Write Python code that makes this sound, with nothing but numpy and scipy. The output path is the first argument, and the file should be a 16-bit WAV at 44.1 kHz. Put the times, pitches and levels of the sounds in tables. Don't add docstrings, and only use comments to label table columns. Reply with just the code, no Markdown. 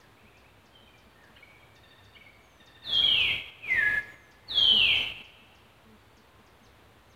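import sys
import numpy as np
from scipy import signal
from scipy.fft import rfft, irfft, next_fast_len
from scipy.io import wavfile
from scipy.ndimage import uniform_filter1d, map_coordinates

SR = 44100
rng = np.random.default_rng(int(sys.argv[2]) if len(sys.argv) > 2 else 0)


def master_out(mix):
    frames = np.transpose(np.atleast_2d(mix))
    ceiling = np.clip(frames, -1, 1)
    pcm = np.round(ceiling * 32767).astype(np.int16)
    wavfile.write(sys.argv[1], SR, pcm)


def attenuation_scalar(level_db):
    decades = np.asarray(level_db, float) / 20
    return 10 ** decades


N = 315711

# frequency in Hz, level in dB per Hz.
LEAVES_SPECTRUM = [(90, -38.5), (140, -7), (450, -7), (1060, -9.5), (3700, -18), (5140, -30), (8000, -33),
                   (15500, -35.5)]
# frequency in Hz, level in dB per Hz.
RUMBLE_SPECTRUM = [(20, -39.5), (40, -13), (52, -4), (69, 1.5), (82, -9.5), (101, 1.5), (140, -9),
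                   (180, -38)]
# time in seconds, peak level in dB.
TICKS = [(.0044, -59), (.3765, -61), (.6629, -60.5), (.9844, -60.5), (1.2416, -63), (1.7594, -59),
         (2.0482, -61.5), (2.6664, -57.5), (2.9444, -59.5), (3.2106, -64), (3.7086, -63.5), (4.0277, -63),
         (4.3173, -58.5), (4.5889, -63), (4.961, -65), (5.247, -60.5), (5.5568, -61.5), (6.1754, -59),
         (6.4702, -61.5)]
# start in seconds, length in seconds, start and end pitch in Hz, level in dB.
NOTES = [(.01, 0.043, 1923, 1574, -67.5), (0.477, 0.028, 1590, 1630, -75), (.825, .03, 3780, 3710, -71),
         (0.873, 0.025, 2510, 2390, -66), (0.935, 0.025, 2416, 2310, -62.5), (1.15, 0.045, 1836, 1850, -66),
         (1.359, 0.024, 4150, 4250, -69), (1.362, 0.017, 1250, 2500, -61), (1.41, .02, 1430, 1460, -67),
         (1.593, 0.023, 3250, 3250, -71), (2.203, 0.02, 2680, 2660, -66), (3.0, 0.02, 1390, 1555, -66),
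         (6.264, 0.22, 1052, 1045, -74)]
# start in seconds, level in dB.
RISERS = [
    (.165, -68),
    (0.246, -67),
    (.335, -67),
    (.435, -66.5),
]
# length in seconds, start and end pitch in Hz.
RISER_SHAPE = (.05, 2130, 2800)
# start in seconds, level in dB.
PIPS = [
    (3.684, -94),
    (3.722, -78),
    (4.964, -80),
    (5.014, -76),
]
# length in seconds, start and end pitch in Hz.
PIP_SHAPE = (.018, 6300, 5850)
# start in seconds, start and end pitch in Hz, level in dB.
CHATTER = [(1.38, 2520, 2450, -64.5), (1.424, 2190, 2410, -52), (1.482, 2180, 2330, -63),
           (1.513, 2460, 2290, -65), (1.544, 2480, 2220, -63), (1.619, 2400, 2250, -62),
           (2.161, 2195, 2400, -54.5), (2.209, 2380, 2140, -56.5), (2.26, 2270, 2150, -58.5),
           (2.288, 2280, 2280, -62), (2.403, 2360, 2190, -65), (3.024, 2295, 2330, -53),
           (3.076, 2380, 2290, -53), (3.14, 2210, 2250, -64)]
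# start in seconds, level in dB.
CHURRS = [
    (1.354, -61.5),
    (2.143, -59.5),
    (2.997, -69),
]
# multiple of the pitch, level in dB.
CHURR_PARTS = [(1, -8), (2, 1.5)]
# start in seconds, level in dB.
TRILLS = [
    (1.757, -63),
    (2.597, -62),
]
# multiple of the pitch, level in dB.
TRILL_PARTS = [(1, -14), (2, -4), (3, -9.5), (4, 0)]
# start in seconds, length in seconds, level in dB.
HOOTS = [(.23, 0.043, -60), (.62, 0.038, -67), (0.822, 0.038, -64), (1.056, 0.033, -60),
         (1.29, 0.056, -62.5), (2.17, 0.035, -66), (2.371, 0.038, -66), (2.6, 0.021, -63),
         (4.05, 0.04, -67), (4.72, 0.067, -58), (5.205, 0.02, -59.5), (5.409, 0.038, -63.5),
         (5.652, 0.032, -65), (5.839, 0.14, -59), (6.17, 0.047, -62.5), (6.39, 0.034, -60),
         (6.61, 0.033, -61)]
# start in seconds, end in seconds, level in dB.
CRICKET_BOUTS = [
    (.72, 1.2, -77),
    (1.8, 2.47, -69),
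    (2.61, 3.006, -72.5),
    (5.0, 6.3, -92),
    (5.971, 6.217, -75),
    (6.75, 7.3, -88),
]
# start in seconds, length in seconds, start and end pitch in Hz, level in dB.
SLIDES = [
    (.72, .08, 3240, 2990, -62),
    (1.2, .075, 1930, 1480, -65),
    (2.39, .275, 6800, 5720, -80),
    (4.05, .265, 7150, 5950, -81),
]
# start in seconds, level in dB.
HOOKS = [
    (6.627, -74),
    (7.093, -76.5),
]
# time into the chirp in seconds, pitch in Hz.
HOOK_PITCH = [(0, 5640), (.006, 6350), (.018, 6450), (.026, 5800), (.04, 4050), (.052, 2920)]
# time in seconds, pitch in Hz, level in dB.
CRIES = [
    [(2.825, 4740, -77), (2.845, 4310, -48.5), (2.872, 3630, -45), (2.91, 3370, -40.5), (2.97, 3198, -35),
     (3.015, 3180, -47.5), (3.075, 3056, -40.5), (3.14, 2860, -42), (3.312, 2083, -51)],
    [(3.605, 2727, -54.5), (3.648, 2468, -39.5), (3.684, 2240, -45), (3.708, 2114, -28), (3.755, 1920, -46),
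     (3.787, 1820, -35), (3.845, 1663, -39), (3.9, 1695, -45), (3.98, 1727, -43.5)],
    [(4.468, 4450, -77), (4.486, 4500, -52.5), (4.512, 3756, -41.5), (4.545, 3413, -40.5),
     (4.6, 3244, -32.5), (4.655, 3104, -38), (4.755, 2992, -39), (4.85, 2592, -40.5), (4.97, 2062, -54)],
]
# long tail in dB, near leaves in dB, octave in dB.
CRY_ECHO = [
    (1.5, -7, -7.5),
    (-5, -6, 0.5),
    (-0.5, -2.5, -5),
]
# frequency in Hz, gain in dB.
MOUTH = [(3300, -36), (3850, -21.5), (4150, -48), (5700, -66), (6050, -41.5), (6650, -31), (6900, -64),
         (9500, -53.5)]
# frequency in Hz, decay by 60 dB in seconds.
FOREST_T60 = [(1500, 0.96), (2500, 1.61), (3500, 1.356), (5000, 1.9), (8000, 0.44)]
# frequency in Hz, decay by 60 dB in seconds.
THICKET_T60 = [(1000, 0.52), (3000, 1), (7000, 0.12)]
# opens, starts to sag, steps down and shuts, all in seconds.
GATE = [
    (2.83, 3.33, 3.422, 3.503),
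    (3.628, 3.98, 4.025, 4.146),
    (4.47, 5.0, 5.124, 5.225),
]
# lift in dB, loss while sagging in dB.
GATE_LIFT = [
    (14.5, 8.5),
    (14.5, 9),
    (15.5, 7),
]


def along(points, hz):
    f, v = np.transpose(points)
    return np.interp(np.log(hz + 1), np.log(f + 1), v)


def wobble(rate_hz):
    knots = rng.standard_normal(int(N * rate_hz / SR) + 4)
    return map_coordinates(knots, [np.arange(N) * rate_hz / SR])


def coloured(spectrum):
    m = next_fast_len(N + 8192)
    gain = attenuation_scalar(along(spectrum, np.fft.rfftfreq(m, 1 / SR)))
    noise = irfft(rfft(rng.standard_normal(m)) * gain, m)[:N]
    return noise / noise.std()


def glide(length_s, start_hz, end_hz):
    return np.linspace(start_hz, end_hz, round(length_s * SR))


def add_note(track, start_s, pitch_hz, level_db, parts=((1, 0),)):
    phase = 2 * np.pi * np.cumsum(pitch_hz) / SR
    tone = sum(attenuation_scalar(part_db) * np.sin(k * phase) for k, part_db in parts)
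    note = attenuation_scalar(level_db + 4.5) * signal.windows.tukey(len(pitch_hz), .4) * tone
    piece = track[round(start_s * SR):][:len(pitch_hz)]
    piece += note[:len(piece)]


def echoes(x, t60s, wet_db, near_db, near_t60_s):
    hz, t, z = signal.stft(rng.standard_normal(2 * SR), SR, nperseg=256)
    decay = attenuation_scalar(-60 * t / along(t60s, hz)[:, None])
    tail = signal.istft(z * decay, SR, nperseg=256)[1]
    leaves = rng.standard_normal(len(tail)) * attenuation_scalar(-60 * np.arange(len(tail)) / SR / near_t60_s)
    tail *= attenuation_scalar(1.198 * wobble(35)[:len(tail)])
    tail *= attenuation_scalar(wet_db) / np.linalg.norm(tail)
    leaves *= attenuation_scalar(near_db) / np.linalg.norm(leaves)
    return x + signal.fftconvolve(x, tail + leaves)[:N]


def air():
    leaves = attenuation_scalar(-59.5 + .2 * wobble(2.2)) * coloured(LEAVES_SPECTRUM)
    rumble = attenuation_scalar(-63.5 + .28 * wobble(1.3)) * coloured(RUMBLE_SPECTRUM)
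    return leaves + rumble


def ticker():
    ticks = np.zeros(N)
    top_hz, foot_hz, tilt_db = 7830, 4060, 5.5
    height = np.linspace(1, 0, round(.011 * SR)) ** 1.4
    pitch_hz = foot_hz + (top_hz - foot_hz) * height
    for peak_s, db in TICKS:
        add_note(ticks, max(peak_s - .008, 0), pitch_hz, db - 11 - tilt_db * height)
    return ticks


def birds():
    song = np.zeros(N)
    quaver = 1 + .016 * wobble(130)
    chatter_s = .019
    whistles = NOTES + [(s, chatter_s, *note) for s, *note in CHATTER]
    whistles += [(s, *RISER_SHAPE, db) for s, db in RISERS]
    whistles += [(s, *PIP_SHAPE, db) for s, db in PIPS]
    for s, length_s, start_hz, end_hz, db in whistles:
        pitch_hz = glide(length_s, start_hz, end_hz)
        add_note(song, s, pitch_hz * quaver[round(s * SR):][:len(pitch_hz)], db)
    for s, db in CHURRS:
        add_note(song, s, glide(.022, 1340, 1650), db, CHURR_PARTS)
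    gap_s, swell_db, tire_db = .0733, 1, 8
    for s, db in TRILLS:
        for k, uneven_db in enumerate(1.5 * rng.standard_normal(6)):
            note_db = db + uneven_db + k * swell_db - tire_db * (k > 3)
            add_note(song, s + k * gap_s, glide(.028, 945, 867), note_db, TRILL_PARTS)
    return song


def dove():
    hoots = np.zeros(N)
    for s, length_s, db in HOOTS:
        add_note(hoots, s, glide(length_s, 228.6, 208.6), db, [(1, -1), (2, -9)])
    return hoots


def cricket():
    wing = coloured([(4250, -58), (4440, -3), (4520, 0), (4620, -7), (4800, -60)])
    t = np.arange(N) / SR
    fade_s = .11
    bouts = attenuation_scalar(-92)
    for start_s, end_s, db in CRICKET_BOUTS:
        inside_s = np.minimum(t - start_s, end_s - t)
        bouts = bouts + attenuation_scalar(db) * np.clip(inside_s / fade_s + .5, 0, 1)
    return bouts * attenuation_scalar(-8 + 2.9 * wobble(25)) * wing


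def canopy():
    song = np.zeros(N)
    for s, length_s, start_hz, end_hz, db in SLIDES:
        add_note(song, s, glide(length_s, start_hz, end_hz), db)
    knot_s, knot_hz = np.transpose(HOOK_PITCH)
    hook_hz = np.interp(np.arange(0, knot_s[-1], 1 / SR), knot_s, knot_hz)
    hook_hz = uniform_filter1d(hook_hz, size=150)
    for s, db in HOOKS:
        add_note(song, s, hook_hz, db + np.linspace(0, 7, len(hook_hz)))
    return song


def monkey():
    voice, t = np.zeros(N), np.arange(N) / SR
    flutter_db, quaver_hz = 1.3 * wobble(30), 11 * wobble(40)
    release_s, release_db = .014, 31
    for rows, (wet_db, near_db, octave_db) in zip(CRIES, CRY_ECHO):
        end_s, end_hz, end_db = rows[-1]
        release = (end_s + release_s, end_hz, end_db - release_db)
        s, hz, db = np.transpose(rows + [release])
        pitch_hz = uniform_filter1d(np.interp(t, s, hz), size=800)
        phase = 2 * np.pi * np.cumsum(pitch_hz + quaver_hz) / SR
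        octave = attenuation_scalar(octave_db + along(MOUTH, 2 * pitch_hz)) * np.sin(2 * phase)
        sounding = (t > s[0]) * (t < s[-1])
        cry = sounding * attenuation_scalar(np.interp(t, s, db) + flutter_db) * (np.sin(phase) + octave)
        voice += echoes(cry, FOREST_T60, wet_db, near_db, near_t60_s=.15)
    return voice


def hillside(x):
    delay_s = .73
    dull = signal.sosfilt(signal.butter(4, 2100, fs=SR, output="sos"), x)
    return attenuation_scalar(-28) * np.pad(dull, (round(delay_s * SR), 0))[:N]


def gate_db(t):
    lift = np.zeros(len(t))
    rise_s, step_db = .053, 4.5
    for (opens_s, sags_s, steps_s, shuts_s), (lift_db, sag_db) in zip(GATE, GATE_LIFT):
        rise = lift_db * (1 - np.exp(-np.maximum(t - opens_s, 0) / rise_s))
        held = rise - np.interp(t, [sags_s, steps_s], [0, sag_db])
        lift += np.where(t < steps_s, held, step_db * (t < shuts_s))
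    return uniform_filter1d(lift, size=250)


def scene():
    hidden = echoes(ticker() * attenuation_scalar(-2.5), THICKET_T60, wet_db=6, near_db=8, near_t60_s=.12)
    far = echoes(birds() * attenuation_scalar(-1), THICKET_T60, wet_db=-2, near_db=-1.5, near_t60_s=.13)
    above = echoes(canopy(), THICKET_T60, wet_db=-3, near_db=-6, near_t60_s=.1)
    near = monkey()
    return (air() + hidden + far + dove() + cricket() + above + near + hillside(near))[None]


def low_pass(x):
    return signal.sosfilt(signal.butter(12, 15640, fs=SR, output="sos"), x)


def record(dry):
    converter_offset = -.00029
    mix = (dry + converter_offset) * attenuation_scalar(gate_db(np.arange(N) / SR))
    return low_pass(mix)


dry = scene()
out = record(dry)
master_out(out)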